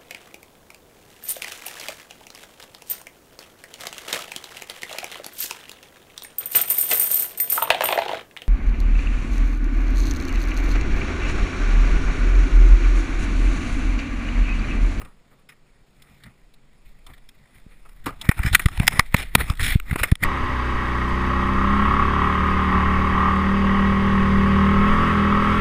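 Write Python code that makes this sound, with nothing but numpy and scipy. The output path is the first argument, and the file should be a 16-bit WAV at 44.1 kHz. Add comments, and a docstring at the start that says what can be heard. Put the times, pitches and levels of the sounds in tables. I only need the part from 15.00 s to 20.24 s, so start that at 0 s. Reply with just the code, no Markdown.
"""On a small boat, a head-worn camera sits in a sealed plastic case. Straps and cloth creak faintly.
Then a hand grips, taps and rubs the case: rough, noisy force makes the modes of its shell ring.
Each squeeze thumps the trapped air, as a smooth push of pressure and a rebound the other way.
Low wind, rumble, hull hum and hiss are shaped noise; the loudest taps clip."""
import sys
import numpy as np
from scipy import signal
from scipy.fft import rfft, irfft, next_fast_len
from scipy.io import wavfile
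from scipy.ndimage import uniform_filter1d, map_coordinates

SR = 44100
rng = np.random.default_rng(int(sys.argv[2]) if len(sys.argv) > 2 else 0)


def bounce(signal):
    """Save signal as a 16-bit WAV file at the path given by the first command-line argument."""
    frames = np.transpose(np.atleast_2d(signal))
    limited = np.clip(frames, -1, 1)
    pcm = np.round(limited * 32767).astype(np.int16)
    wavfile.write(sys.argv[1], SR, pcm)


N = 231239  # length in samples


def amp(db):
    """Turn decibels into a gain."""
    return 10 ** (np.asarray(db) / 20)


def unit(x):
    """Scale a sound to an rms (average strength) of 1."""
    return x / np.sqrt(np.mean(np.abs(x) ** 2) + 1e-20)


def curve(rows):
    """Join (seconds, value) points by straight lines, giving one value per sample."""
    seconds, values = np.transpose(rows)
    return np.interp(np.arange(N) / SR, seconds, values)


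def wobble(rate):
    """A smooth random curve through `rate` random points a second."""
    points = rng.standard_normal(int(N * rate / SR) + 4)
    return map_coordinates(points, [np.arange(N) * rate / SR])


def filtered(x, response):
    """Multiply the spectrum of x by a response, given as a function of frequency in Hz."""
    size = next_fast_len(N + SR // 2)  # spare room, so that tails do not wrap round to the start
    spectrum = rfft(x, size) * response(np.fft.rfftfreq(size, 1 / SR))
    return irfft(spectrum, size)[..., :N]


def above(x, hz):
    """A second-order high-pass: keep what lies above hz."""
    return filtered(x, lambda f: (1j * f / (hz + 1j * f)) ** 2)


def peak(f, hz, width):
    """The response of one resonance of height 1, which rings only after it is struck."""
    return 1j * f * width / (hz * hz - f * f + 1j * f * width)


def ringing(x, modes, drift_db):
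    """Ring x through modes, each drifting in strength as the contact point moves."""
    # scaled so that white noise would keep its rms
    power = sum(amp(db) ** 2 * width for hz, width, db in modes) * np.pi / SR
    total = np.zeros(N)
    for k, (hz, width, db) in enumerate(modes):
        drive = x * amp(db + drift_db * wobble(14))
        ring = filtered(drive, lambda f: peak(f, hz, width))
        total += (-1) ** k * ring  # neighbouring modes have opposite signs
    return total / np.sqrt(power)


def coloured(spectrum):
    """Noise of rms 1 whose spectrum follows (Hz, relative dB) points."""
    hz, db = np.transpose(spectrum)
    noise = rng.standard_normal(N)
    return unit(filtered(noise, lambda f: amp(np.interp(np.log(f + 1), np.log(hz), db))))


# How strongly the wind blows. Each row: time in seconds, level in dB before a small random wobble.
WIND_LEVEL = [(0, -40.5), (.3, -59), (1.6, -55.5), (1.85, -45), (2.0, -48.5), (2.2, -44), (2.5, -51.5),
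              (2.9, -41), (3.2, -42.5), (4.1, -26.5), (4.35, -36), (4.65, -25), (5.24, -44)]
# Tone of the wind. Each row: frequency in Hz, relative level in dB per Hz.
WIND_SPECTRUM = [(5, 8.5), (18, 4), (35, 4.5), (60, -19), (100, -28.5), (150, -71.5)]


def wind():
    """Wind is slow pressure: very low noise that swells and sinks."""
    level_db = curve(WIND_LEVEL) + 2.0 * wobble(3.5)
    return amp(level_db) * coloured(WIND_SPECTRUM)


# Modes of the humming hull. Each row: frequency in Hz, width in Hz (of each pass), relative level in dB.
HULL_MODES = [(135.9, 15.3, 0.5), (218, 87, -4)]


def hull_hum():
    """The hull hums: noise passes twice through its modes, which narrows them."""
    once = ringing(rng.standard_normal(N), HULL_MODES, drift_db=-0.5)
    twice = ringing(once, HULL_MODES, drift_db=1.5)
    return amp(-65) * unit(twice)


# Tone of the hiss. Each row: frequency in Hz, relative level in dB per Hz.
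HISS_SPECTRUM = [(150, 2), (450, 1.5), (1100, -6), (3800, -13), (7000, -13.5), (15000, -35)]


def hiss():
    """Water and electronics make a nearly steady noise."""
    return amp(-64.0 + 0.43 * wobble(4.1)) * coloured(HISS_SPECTRUM)


TREBLE_DB, TREBLE_PER_DB, TREBLE_LEAST_DB = -6.5, 0.58, -12  # the treble follows the rim, to a least share
FAINT_DB, CRISPER_PER_DB = -40, 0.2226  # contacts fainter than this are light ticks, with more treble


def families(db, knock_db, rim_db):
    """Gains of the four families of modes, in rows: knock, shell, rim and edges (the treble)."""
    treble_db = max(TREBLE_DB + TREBLE_PER_DB * rim_db, TREBLE_LEAST_DB)
    treble_db += CRISPER_PER_DB * max(FAINT_DB - db, 0)
    return amp(db) * amp([[knock_db], [0], [rim_db], [treble_db]])


# Faint rustle of strap and cloth on the case. Each row: time in seconds, relative level in dB.
RUSTLE_LEVEL = [(0, -57), (.15, -70), (.9, -70), (1, -61), (1.5, -70), (2.1, -65.5), (3.2, -62),
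                (3.36, -55), (4, -40), (4.1, -64), (4.3, -51.5), (4.5, -49.5), (4.84, -65), (5, -59),
                (5.12, -50.5), (5.17, -80), (5.24, -57)]
# Fingers and cloth sliding on the case, and the rough tails that follow a few taps.
# Each row: time of reaching full strength in seconds, rise in ms (over 30 dB), hold in ms,
# relative level in dB, brightness in dB.
STROKES = [(.006, 11, 51, -53.5, -11.5), (.31, 16, 8.3, -67.5, -15), (1.09, 100, 34, -68, -4),
           (1.258, 72, 4.3, -54.5, -3.5), (1.86, 28, 25, -66, 12), (2.075, 8.7, 30, -56.5, -8.5),
           (2.55, 82, 18, -62, 1), (2.71, 24, 8, -64, -6), (3.064, 6, 5, -33, -13),
           (3.253, 90, 11, -40.5, -2.5), (3.376, 37, 25, -41.5, 3), (3.411, 110, 17, -43, -3),
           (3.463, 45, 12, -24.5, 5), (3.539, 23, 3.3, -24, 6.5), (3.614, 24, 4, -38, 4),
           (3.719, 17, 38, -45, 1.5), (3.813, 33, 35, -40.5, -4), (3.923, 24, 70, -35.5, -2),
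           (4.061, 12, 2.5, -48.5, 12), (4.189, 80, 36.5, -25, 4.5), (4.4, 46, 11.5, -24.5, -2.5),
           (4.475, 38, 43, -39, 0), (4.609, 27, 7.9, -25, 8), (4.637, 14, 97, -23.5, 9),
           (4.9, 91, 37, -37, 0), (4.991, 27, 11, -23, 4.5), (5.032, 3.4, 3.7, -21, 2),
           (5.075, 25, 16, -40, 2), (5.233, 37, 8.5, -26.5, 1)]
FALL_MS, SLOWER_MS_PER_DB, FIRM_DB = 44, 1.3, -25  # a firm stroke lets go fast, fainter ones fade longer
DULL_MS_PER_DB = 1.5  # dull strokes die away more slowly too
STROKE_KNOCK_DB, STROKE_RIM_DB, RIM_PER_DB = -5.5, -13, 0.95  # a neutral stroke; brightness trades knock for rim


def stroking():
    """Force of all strokes and rough tails over the faint rustle, one row for each family of modes."""
    ms = np.arange(N) * 1000 / SR
    force = amp(curve(RUSTLE_LEVEL)) * amp([[-8], [0], [-7], [-9]])
    for seconds, rise_ms, hold_ms, db, bright_db in STROKES:
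        fainter_db = max(FIRM_DB - db, 0)
        duller_db = max(-bright_db, 0)
        fall_ms = FALL_MS + SLOWER_MS_PER_DB * fainter_db + DULL_MS_PER_DB * duller_db
        late = ms - 1000 * seconds
        rise = late / rise_ms
        fall = (hold_ms - late) / fall_ms
        swell_db = 30 * np.minimum(np.minimum(rise, fall), 0)
        knock_db = STROKE_KNOCK_DB - bright_db
        rim_db = STROKE_RIM_DB + RIM_PER_DB * bright_db
        force += amp(swell_db) * families(db, knock_db, rim_db)
    return force


def rubbing():
    """Skin sticks and slips: grainy force in uneven bunches, with sparse sharper snaps."""
    snaps = (rng.random(N) < 400 / SR) * rng.random(N)  # about 400 a second
    fading_snaps = signal.lfilter([1], [1, -np.exp(-1 / (0.00091 * SR))], snaps)  # each lasts about 1 ms
    bunches = amp(2.3 * wobble(120) + 0.84 * wobble(44) + 0.69 * wobble(900))
    slips = unit(bunches * (1 + 1.07 * fading_snaps))
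    return stroking() * slips * rng.standard_normal((4, N))


# Tone of the rumble. Each row: frequency in Hz, relative level in dB per Hz.
RUMBLE_SPECTRUM = [(25, -15), (50, 8), (90, 1), (170, -3), (300, -14.5), (600, -81)]


def rumble():
    """A lumpy low rumble that grows as the hand moves on the case."""
    knock, shell = stroking()[:2]
    motion = uniform_filter1d(np.sqrt(knock * shell), SR // 20)  # averaged over 50 ms
    lumps = unit(amp(5.0 * wobble(21)) * coloured(RUMBLE_SPECTRUM))
    return amp(1.5) * motion ** 0.97 * lumps


# Contacts with the case. Each row: time in seconds, relative peak level in dB, knock share in dB,
# rim share in dB, decay time in ms (60 dB for the main part).
TAPS = [(.015, -31.5, 3, -16.5, 21), (.049, -36.5, -23, -10, 25), (0.4888, -38, -9, -4.5, 66),
        (0.52, -46, -5, -12, 51), (1.02, -44, -17, 4, 28), (1.236, -39.5, -7, -0.5, 28),
        (1.538, -52, -5, 5.5, 27), (2.065, -42, 1, 1, 30), (2.135, -44, -18, -4, 43),
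        (2.1786, -48.5, -1, -6.5, 27), (2.289, -42, -10, 5, 23), (2.8508, -47, 2.5, -19, 80),
        (2.8896, -46, -3, -4.5, 37), (3.041, -44, -15, -1, 27), (3.059, -27, -5, 1, 49),
        (3.2129, -35, 2.5, 8.5, 34), (3.252, -44, -1, 7.5, 27), (3.289, -10.5, -7, -7.5, 24),
        (3.3129, -15.5, -4, -19, 26), (3.3905, -19, -2, -32, 12), (3.4325, -12.5, -13.5, -41, 16),
        (3.46, -17, -7.5, -25, 27), (3.528, -24, -5, 0, 13), (3.5481, 6.5, -31, -14.5, 20.7),
        (3.5938, -12, -9.5, -20, 32), (3.6578, -8, -9, -11, 14.6), (3.6841, -22.5, -3.5, -11, 13),
        (3.7745, -23, -1, -3.5, 10), (3.7974, -10.5, -5.5, -12.5, 15), (3.8304, -20.5, -3.5, -29, 25),
        (3.869, -12.5, -18, -4, 7.4), (3.878, 3.5, -7, -2.5, 11.2), (3.9941, 3, 2.5, -7, 8.4),
        (4.003, -17.5, -21, -17, 19), (4.124, -34.5, -5, -2, 7.2), (4.143, -4, 5.5, -16.5, 13),
        (4.165, -20.5, -12, 0.5, 17), (4.351, 2, 0.5, -.5, 11.4), (4.4986, -20.5, -1, -5, 16),
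        (4.535, -32, -10, -6, 12), (4.553, -40.5, -22, 5, 9.2), (4.571, -39, -20, 2, 22),
        (4.594, -18, -9, -18, 26), (4.7989, -14.5, -14, -18.5, 5.3), (4.91, -16.5, -12, -20, 15.6),
        (4.9287, -24, 4.5, -14, 19), (4.9574, -15.5, 0.5, -37, 22.4), (5.0323, -2, -14.5, -16.5, 34.3),
        (5.1153, -13.5, -7, -10.5, 14.3), (5.154, -18.5, -17, -4, 4.6), (5.2355, -8.5, -25, -20, 16)]


def tapping():
    """Each contact is a burst of rough force: a very short soft onset, a hold, then a quick decay."""
    force = np.zeros((4, N + SR))
    t = np.arange(SR // 8) / SR
    for seconds, db, knock_db, rim_db, decay_ms in TAPS:
        life = max(decay_ms, 3) / 1000
        onset = np.exp(np.minimum(t - .0035, 0) / 0.0006)
        fall = np.maximum((t - .0035) / life - .13, 0)  # slower contacts also hold longer
        shape = onset * (amp(-60 * fall) + amp(-35 - 12.0 * fall))  # a main part and a faint, slow tail
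        burst = shape * rng.standard_normal((4, len(t))) * families(db, knock_db, rim_db)
        start = round((seconds - .003) * SR)
        force[:, start:start + len(t)] += amp(-5) * burst
    return force[:, :N]


# Four families of modes of the case, from low to high.
# Each row: frequency in Hz, width in Hz, relative level in dB.
KNOCK_MODES = [(261, 80, -3), (482, 227, -7.5), (730, 267, -5.5), (1240, 193, -2.5)]
SHELL_MODES = [(1398, 240, -1), (1937, 266, 5.5), (2386, 293, 2.5), (2883, 450, -10)]
RIM_MODES = [(3520, 660, -0.5), (4760, 790, -7.5), (5124, 800, -4.5)]
EDGE_MODES = [(6970, 360, -7.5), (8360, 270, -0.5), (9834, 410, 3), (13920, 700, 2)]


def case():
    """Rubbing and taps ring the same four families of modes; the stiff upper families carry no bass."""
    taps = above(tapping(), 430)  # a brief blow hardly moves the lowest modes
    force = rubbing() + taps
    all_modes = (KNOCK_MODES, SHELL_MODES, RIM_MODES, EDGE_MODES)
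    knock, *upper = [ringing(f, modes, drift_db=2.34) for f, modes in zip(force, all_modes)]
    return knock + above(sum(upper), 930)


# Squeezes of the trapped air. Each row: time of the push's middle in seconds, pressure with sign
# (1 is full scale), width of the push in ms.
SQUEEZES = [(2.665, -.012, 4.9), (3.292, -0.64, 5.53), (3.398, -.18, 12.4), (3.451, -0.19, 6.9),
            (3.468, -0.18, 9.4), (3.517, -0.098, 11), (3.537, 0.22, 11.3), (3.66, -0.47, 8.1),
            (3.784, 0.18, 14), (3.802, -0.37, 6.1), (3.994, 0.36, 5.85), (4.1465, 0.64, 4.94),
            (4.355, 0.57, 4.45), (4.443, 0.084, 13), (4.503, -0.25, 9.4), (4.603, 0.14, 11),
            (4.629, .13, 13), (4.713, -0.1, 23), (4.758, 0.79, 6.85), (4.914, .2, 6.9), (4.929, 0.28, 6.2),
            (4.959, -0.11, 2.5), (5.017, 0.16, 12.4), (5.122, -0.58, 7.2), (5.229, -0.076, 7)]
REBOUND_AFTER_PULL, REBOUND_AFTER_PUSH = 1.32, 0.42  # share of the first swing


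def squeezes():
    """A push or pull of pressure, then a rebound the other way that leaks off."""
    air = np.zeros(N + SR)
    ms = np.arange(SR // 10) * 1000 / SR
    for seconds, pressure, width_ms in SQUEEZES:
        rebound = REBOUND_AFTER_PUSH if pressure > 0 else REBOUND_AFTER_PULL
        push = np.sin(np.pi * np.clip(ms / width_ms, 0, 1)) ** 2
        u = np.maximum(ms / width_ms - .62, 0) / 0.32  # the rebound is strongest at u = 1
        back = u ** 2 * np.exp(2 * (1 - u))
        start = round((seconds - width_ms / 2000) * SR)
        air[start:start + len(ms)] += pressure * (push - rebound * back)
    return air[:N]


def scene():
    """Everything reaches one microphone inside the case."""
    return (wind() + hull_hum() + hiss() + rumble() + case() + squeezes())[None]


# The sealed port cancels some treble. Each row: frequency in Hz, width in Hz, depth from 0 to 1.
PORT_NOTCHES = [(5950, 1300, .97), (11480, 700, 1), (12660, 3700, 0.46)]
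ROLL_HZ, TOP_HZ = 15300, 16050  # the treble drops by 26 dB at the first and ends at the second


def record(dry):
    """Port notches, hard clipping, a treble roll-off and the band limit."""
    def port_response(f):
        return np.prod([1 - depth * peak(f, hz, width) for hz, width, depth in PORT_NOTCHES], axis=0)

    port = filtered(dry, port_response)
    clipped = port / (1 + np.abs(port) ** 10) ** (1 / 10)  # bends sharply just below full scale
    return filtered(clipped, lambda f: (f < TOP_HZ) * np.where(f < ROLL_HZ, 1, amp(-26)))


dry = scene()
out = record(dry)
bounce(out)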